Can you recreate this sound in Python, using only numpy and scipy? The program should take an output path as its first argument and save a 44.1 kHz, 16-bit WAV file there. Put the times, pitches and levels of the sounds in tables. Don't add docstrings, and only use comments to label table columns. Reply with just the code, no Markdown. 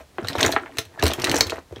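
import sys
import numpy as np
from scipy import signal
from scipy.fft import rfft, irfft, next_fast_len
from scipy.io import wavfile
from scipy.ndimage import map_coordinates

SR = 44100
rng = np.random.default_rng(int(sys.argv[2]) if len(sys.argv) > 2 else 0)


def gain_from_db(level_db):
    decades = np.asarray(level_db, float) / 20
    return 10 ** decades


def master_out(mix):
    frames = np.transpose(np.atleast_2d(mix))
    ceiling = np.clip(frames, -1, 1)
    pcm = np.round(ceiling * 32767).astype(np.int16)
    wavfile.write(sys.argv[1], SR, pcm)


N = 79380


def unit(x):
    return x / np.sqrt(np.mean(x ** 2) + 1e-20)


def along(points, hz):
    f, v = np.transpose(points)
    return np.interp(np.log(hz + 1), np.log(f + 1), v)


def coloured(x, spectrum):
    m = next_fast_len(N + 8192)
    gain = gain_from_db(along(spectrum, np.fft.rfftfreq(m, 1 / SR)))
    return unit(irfft(rfft(x, m) * gain, m)[:N])


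# (frequency [Hz], density [dB per Hz])
HISS_SPECTRUM = [(24, -39.5), (40, -2.5), (2700, -23.5), (3470, -22), (5050, -24.5), (5580, -25),
                 (16000, -35)]


def hiss():
    return gain_from_db(-56) * coloured(rng.standard_normal(N), HISS_SPECTRUM)


# (time [s], level [dB])
HAND_STIRRING = [(0, -46.5), (0.072, -76), (.17, -59.5), (0.219, -44), (.37, -41), (0.436, -23.5),
                 (0.549, -37.5), (.69, -56.5), (.76, -47.5), (.86, -60.5), (0.962, -55), (1.04, -32),
                 (1.162, -43), (1.3, -31.5), (1.45, -37.5), (1.587, -47.5), (1.64, -74), (1.8, -48)]
# (frequency [Hz], density [dB per Hz])
HEAP_SPECTRUM = [(24, -49), (40, -6), (91, 6.5), (176, -11.5), (354, -10), (2380, -16), (4240, -28),
                 (13400, -33.5), (16000, -47.5)]


def chatter(count=3000):
    hand_db = np.interp(np.arange(N) / SR, *np.transpose(HAND_STIRRING))
    samples = np.arange(500)[None]
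    u, t = rng.random((count, 4)), samples / SR
    start, hz = (u[:, 0] * N).astype(int), 250 * 60 ** u[:, 1:2]
    size = gain_from_db(along(HEAP_SPECTRUM, hz) + 4.15 * np.log2(hz / 1000) + 11.7 * u[:, 2:3] ** 3)
    decay = gain_from_db(-60 * t * hz / (5 + 9 * u[:, 3:]))
    onset = 1 - np.exp(-t * hz * 2.0)
    grains = size * decay * np.sin(2 * np.pi * hz * t) * onset
    ticks = np.bincount((start[:, None] + samples).ravel(), grains.ravel(), N)[:N]
    lumps = map_coordinates(rng.standard_normal(200), [np.arange(N) * 60 / SR])
    slide = coloured(rng.standard_normal(N), HEAP_SPECTRUM) * gain_from_db(7.5 * lumps)
    return gain_from_db(hand_db) * (gain_from_db(1.5) * unit(ticks) + gain_from_db(-5.5) * slide)


# (time [s], peak level [dB], centre [Hz], width over centre [ratio])
CASE_KNOCKS = [(0.005, -33, 595, 0.79), (0.183, -14, 890, 1.9), (0.185, -23, 360, 0.18),
               (0.22, -28, 223, .5), (0.246, -21, 1450, 0.3), (0.247, -25.5, 500, 1.7),
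               (0.283, -21.5, 1920, 0.13), (0.352, -11.5, 580, 1.2), (0.387, -19.5, 1330, 0.18),
               (0.398, -21, 450, 1.4), (0.408, -10, 1930, 0.36), (0.424, -19.5, 380, 0.57),
               (0.441, -13, 490, 0.57), (0.448, -11, 680, 1.6), (0.448, -9, 1800, 0.41),
               (0.476, -19, 380, 0.37), (0.491, -11, 750, 0.82), (0.524, -21, 1720, 0.2),
               (0.535, -19.5, 684, 0.21), (0.563, -4, 1520, 0.97), (0.565, -15.5, 500, 1.3),
               (0.619, -30.5, 350, 0.21), (0.634, -26, 1390, 0.21), (0.66, -25.5, 1290, 1.4),
               (0.77, -31, 885, 1.8), (0.784, -16.5, 2130, .6), (0.787, -20.5, 390, 1.7),
               (0.975, -29, 680, .6), (0.99, -23, 1704, 0.081), (1.004, -28, 1650, 0.16),
               (1.027, -8.5, 527, 1.37), (1.032, -10.5, 422, 0.46), (1.039, -10.5, 397, 0.87),
               (1.056, -23, 410, 1.1), (1.1, -18.5, 604, 1.1), (1.117, -19, 670, 1.6),
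               (1.182, -20.5, 362, 0.53), (1.237, -16.5, 495, 2.1), (1.27, -14, 1410, 1.5),
               (1.291, -16, 500, 1.5), (1.312, -20.5, 284, 0.36), (1.341, -10, 730, 1.85),
               (1.355, -16.5, 456, 0.31), (1.385, -15.5, 900, 0.54), (1.409, -12.5, 690, 1.83),
               (1.521, -15, 670, 1.74), (1.527, -20.5, 423, 0.89), (1.58, -26.5, 450, 0.53),
               (1.708, -34, 452.7, 0.92), (1.723, -26.5, 414, 0.5)]
# (time [s], peak level [dB], centre [Hz], width over centre
LATE_KNOCKS = [
    (0.668, -33, 1880, 0.37),
    (0.678, -33, 1700, 0.69),
    (0.692, -35, 656, 0.45),
    (0.8, -35, 706, 2.1),
    (1.558, -27.5, 1800, 0.45),
    (1.56, -31, 604, 0.74),
    (1.582, -25.5, 1104, 0.83),
    (1.764, -28.5, 410, 0.5),
]


def knocks():
    size, spread_s, top_hz = 8192, 0.001799, 3130
    shudder_db, shudder_s = -24.5, 0.05
    out, t = np.zeros(N + SR), np.arange(size // 2) / SR
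    f = np.fft.rfftfreq(size, 1 / SR) + 1
    bend = np.exp(-4j * np.pi * spread_s * (np.sqrt(1000 * f) - .2 * f))
    path = bend / (1 + 1j * f / top_hz) ** 4

    def resonance(hz, width_hz):
        band = 1j * f * width_hz / (hz * hz - f * f + 1j * f * width_hz)
        x = irfft(band ** 2 * path, size)[:len(t)]
        return x / np.abs(x).max()

    for s, db, hz, width in CASE_KNOCKS + LATE_KNOCKS:
        width_hz = hz * np.clip(width, .05, 6)
        blow = resonance(hz, width_hz)
        loose = resonance(hz, width_hz + hz)
        shudder = gain_from_db(shudder_db - 60 * t / shudder_s) * rng.standard_normal(len(t))
        shudder *= gain_from_db(0.83 * rng.standard_normal(len(t)))
        hit = blow + signal.fftconvolve(loose, shudder)[:len(t)]
        out[round(s * SR):][:len(t)] += gain_from_db(db - 1.77) * hit / np.abs(hit).max()
    return out[:N]


# (time [s], peak level [dB], table mode [Hz])
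HEAP_THUMPS = [(0.01, -51, 65.4), (0.232, -33, 87), (0.284, -37.5, 66), (0.369, -43, 64), (0.431, -25, 85),
               (0.521, -48, 69.6), (0.777, -34.5, 91), (0.854, -49, 82), (0.908, -52, 79), (0.99, -39, 95),
               (1.029, -17, 77), (1.178, -32, 108), (1.296, -29.5, 101), (1.359, -35, 72),
               (1.45, -36.5, 75), (1.518, -39, 79), (1.577, -41, 81.8), (1.71, -40, 86.9),
               (1.769, -40.5, 85.5)]


def thumps():
    sag, sag_s, rise_s, t60_s = 0.47, 0.013, 0.0082, 0.11
    out, t = np.zeros(N + SR), np.arange(SR // 3) / SR
    for s, db, mode_hz in HEAP_THUMPS:
        waver, swell = (map_coordinates(rng.standard_normal(40), [t * 45]) for _ in range(2))
        hz = mode_hz * (1 + sag * np.exp(-t / sag_s)) * (1 + 0.061 * waver)
        rise = (1 - np.exp(-t / rise_s)) ** 2
        shape = gain_from_db(db + 13.5 + 2.2 * swell - 60 * t / t60_s) * rise
        out[round(s * SR):][:len(t)] += shape * np.sin(2 * np.pi * np.cumsum(hz) / SR)
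    return out[:N]


def ring(hz, db, t60, late_s, t):
    hz, db, t60, late_s = (np.asarray(v)[:, None] for v in (hz, db, t60, late_s))
    age = np.maximum(t - late_s, 0)
    modes = gain_from_db(db - 60 * age / t60) * np.sin(2 * np.pi * hz * age)
    return (-1.) ** np.arange(len(hz)) @ modes


# (time [s], peak level [dB], main mode [Hz], treble [dB])
FIRST_SWEEP_CLICKS = [(0.0165, -53, 2780, -36.5), (0.2265, -42, 3170, -27), (0.2462, -26, 3770, -33),
                      (0.2719, -19.5, 3800, -18), (0.2845, -10, 4240, -11.5), (0.291, -35, 4200, 7),
                      (0.3305, -18, 3700, -38), (0.3546, -22, 3830, -17), (0.3627, -26, 3650, -16),
                      (0.3824, -19.5, 3120, -34), (0.395, -19.5, 3700, -26), (0.4057, -11, 3550, -30),
                      (0.4103, -7, 6330, -17.5), (0.4291, 0.5, 3630, -23.5), (0.4487, -12, 3620, -19),
                      (0.4625, -6, 5880, -14.5), (0.4714, -27, 3400, 4), (0.5014, -32, 4100, 2),
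                      (0.5176, -17, 5600, -13), (0.5235, -9.5, 4090, -18.5), (0.6324, -57, 2680, -26),
                      (0.7712, -21, 2630, -9), (0.7842, -4.5, 3550, -6.5), (0.8521, -32.5, 2560, -7)]
# (time [s], peak level [dB], main mode [Hz], treble [dB])
SECOND_SWEEP_CLICKS = [(0.9957, -22, 4560, -21), (1.0249, -11, 2900, -15.5), (1.0363, -9.5, 4120, -6.5),
                       (1.0395, -13.5, 2800, -5), (1.056, -9, 4230, -14.5), (1.0653, -6.5, 4150, -11),
                       (1.08, -10, 4400, -8.5), (1.1054, -16, 3200, -34), (1.1146, -14.5, 2500, -33),
                       (1.1348, -11.5, 3220, -4.5), (1.1916, -25, 2700, -13), (1.1983, -17.5, 4100, -14),
                       (1.2191, -14.5, 4500, -15), (1.2429, -6, 4100, -10.5), (1.2477, -6, 4000, -25.5),
                       (1.2706, -16, 2780, -13.5), (1.2957, -6, 4260, -17.5), (1.3145, -8, 2770, -16),
                       (1.318, -15.5, 4200, -8.5), (1.3444, -13, 6040, -17.5), (1.358, -13, 6190, -11.5),
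                       (1.365, -10, 5770, -26), (1.3844, -11.5, 2510, -4), (1.4078, 2.5, 4400, -17.5),
                       (1.4684, -20.5, 4090, -5), (1.497, -13.5, 2600, -20), (1.5041, -17, 4000, -16),
                       (1.5877, -36, 4110, -23), (1.7604, -29, 2610, -24), (1.782, -45, 3660, -36)]
# (time [s], peak level [dB], main mode [Hz], treble [dB])
STRAY_TICKS = [(0.7845, -13, 2490, -30), (0.7845, -13, 5260, -25), (0.79, -13, 3540, -12),
               (1.0258, -10.5, 3900, -20), (1.087, -18, 2400, -20), (1.2426, -11.5, 7200, -32),
               (1.2428, -17, 2680, -31.5), (1.3655, -10.5, 7560, -23.5), (1.3765, -15, 5600, -18),
               (1.4076, 0, 6400, -18.5), (1.5375, -36.5, 5950, -19), (1.558, -38, 7260, -14),
               (1.569, -39, 4300, -23), (1.724, -41, 5900, -20)]


def clicks(count=36):
    low_hz, treble_hz, high_hz = 1626, 7400, 15850
    cycles, longest_s, contact_s = 45.7, 0.0094, 0.001097
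    side_db, lift_db = -12.5, 17.55
    rattle_s, rattle_db = 0.039, -19.0
    cleaner = 0.17
    out, t = np.zeros(N + SR), np.arange(SR // 10) / SR
    for s, db, main_hz, treble_db in FIRST_SWEEP_CLICKS + SECOND_SWEEP_CLICKS + STRAY_TICKS:
        u = rng.random((4, count + 1))
        hz = low_hz * (high_hz / low_hz) ** ((np.arange(count + 1) + u[0]) / (count + 1))
        level = side_db + 6 * (u[1] - .5) - 4.0 * np.abs(np.log2(hz / main_hz))
        level += (hz > treble_hz) * (treble_db + lift_db)
        hz[0], level[0] = main_hz, 0
        t60 = np.minimum(cycles / hz, longest_s) * (.5 + u[2])
        late_s = contact_s * u[3] ** 2
        tremble = gain_from_db(rattle_db - cleaner * (db + 8.5) - 60 * t / rattle_s) * rng.standard_normal(len(t))
        tremble *= gain_from_db(5.14 * rng.standard_normal(len(t)))
        dull = ring(hz, level, 0.2 * t60, late_s, t[:len(t) // 4])
        hit = ring(hz, level, t60, late_s, t) + signal.fftconvolve(dull, tremble)[:len(t)]
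        out[round(s * SR):][:len(t)] += gain_from_db(db) * hit / np.abs(hit).max()
    small_pieces = signal.butter(2, 0.84 * low_hz, "high", fs=SR, output="sos")
    return gain_from_db(-2.5) * signal.sosfilt(small_pieces, out[:N])


# (frequency [Hz], width [Hz], gain [dB])
BODY_MODES = [(271, 38, 6.5), (350, 45, 4), (450, 47, 2.5), (660, 40, 6.5), (1800, 305, 2.5),
              (4210, 1140, 2.5), (4800, 650, -4), (6050, 2360, 2.5), (10280, 740, -9.5)]


def body(x):
    for hz, width, db in BODY_MODES:
        w, g = 2 * np.pi * hz / SR, gain_from_db(db / 2)
        a = np.sin(w) * width / hz / 2
        x = signal.lfilter([1 + a * g, -2 * np.cos(w), 1 - a * g], [1 + a / g, -2 * np.cos(w), 1 - a / g], x)
    return x


# (frequency [Hz], t60 [s])
ROOM_DECAY = [(100, 0.21), (1000, 0.15), (5000, 0.15), (14000, 0.12)]


def room(x, size=2048):
    out = np.zeros(N + SR)
    for k in range(0, N, size):
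        hz, t, z = signal.stft(rng.standard_normal(SR // 3), SR, nperseg=256)
        decay = gain_from_db(-60 * t / along(ROOM_DECAY, hz)[:, None])
        tail = signal.istft(z * decay, SR, nperseg=256)[1]
        echo = signal.fftconvolve(x[k:k + size], tail / np.linalg.norm(tail))
        out[k + 200:][:len(echo)] += echo
    return out[:N]


def scene():
    bag = body(clicks() + knocks() + thumps() + chatter())
    return (bag + gain_from_db(-9.5) * room(bag) + hiss())[None]


def top_cut(x):
    return signal.sosfilt(signal.butter(12, 16330, fs=SR, output="sos"), x)


def record(dry):
    low_hz, ceiling, top_hz = 41.6, 1.05, 15850
    x = signal.sosfilt(signal.butter(3, low_hz, "high", fs=SR, output="sos"), dry)
    x = x / (1 + np.abs(x / ceiling) ** 8) ** (1 / 8)
    x = signal.sosfiltfilt(signal.butter(24, top_hz, fs=SR, output="sos"), x)
    return top_cut(x)


dry = scene()
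out = record(dry)
master_out(out)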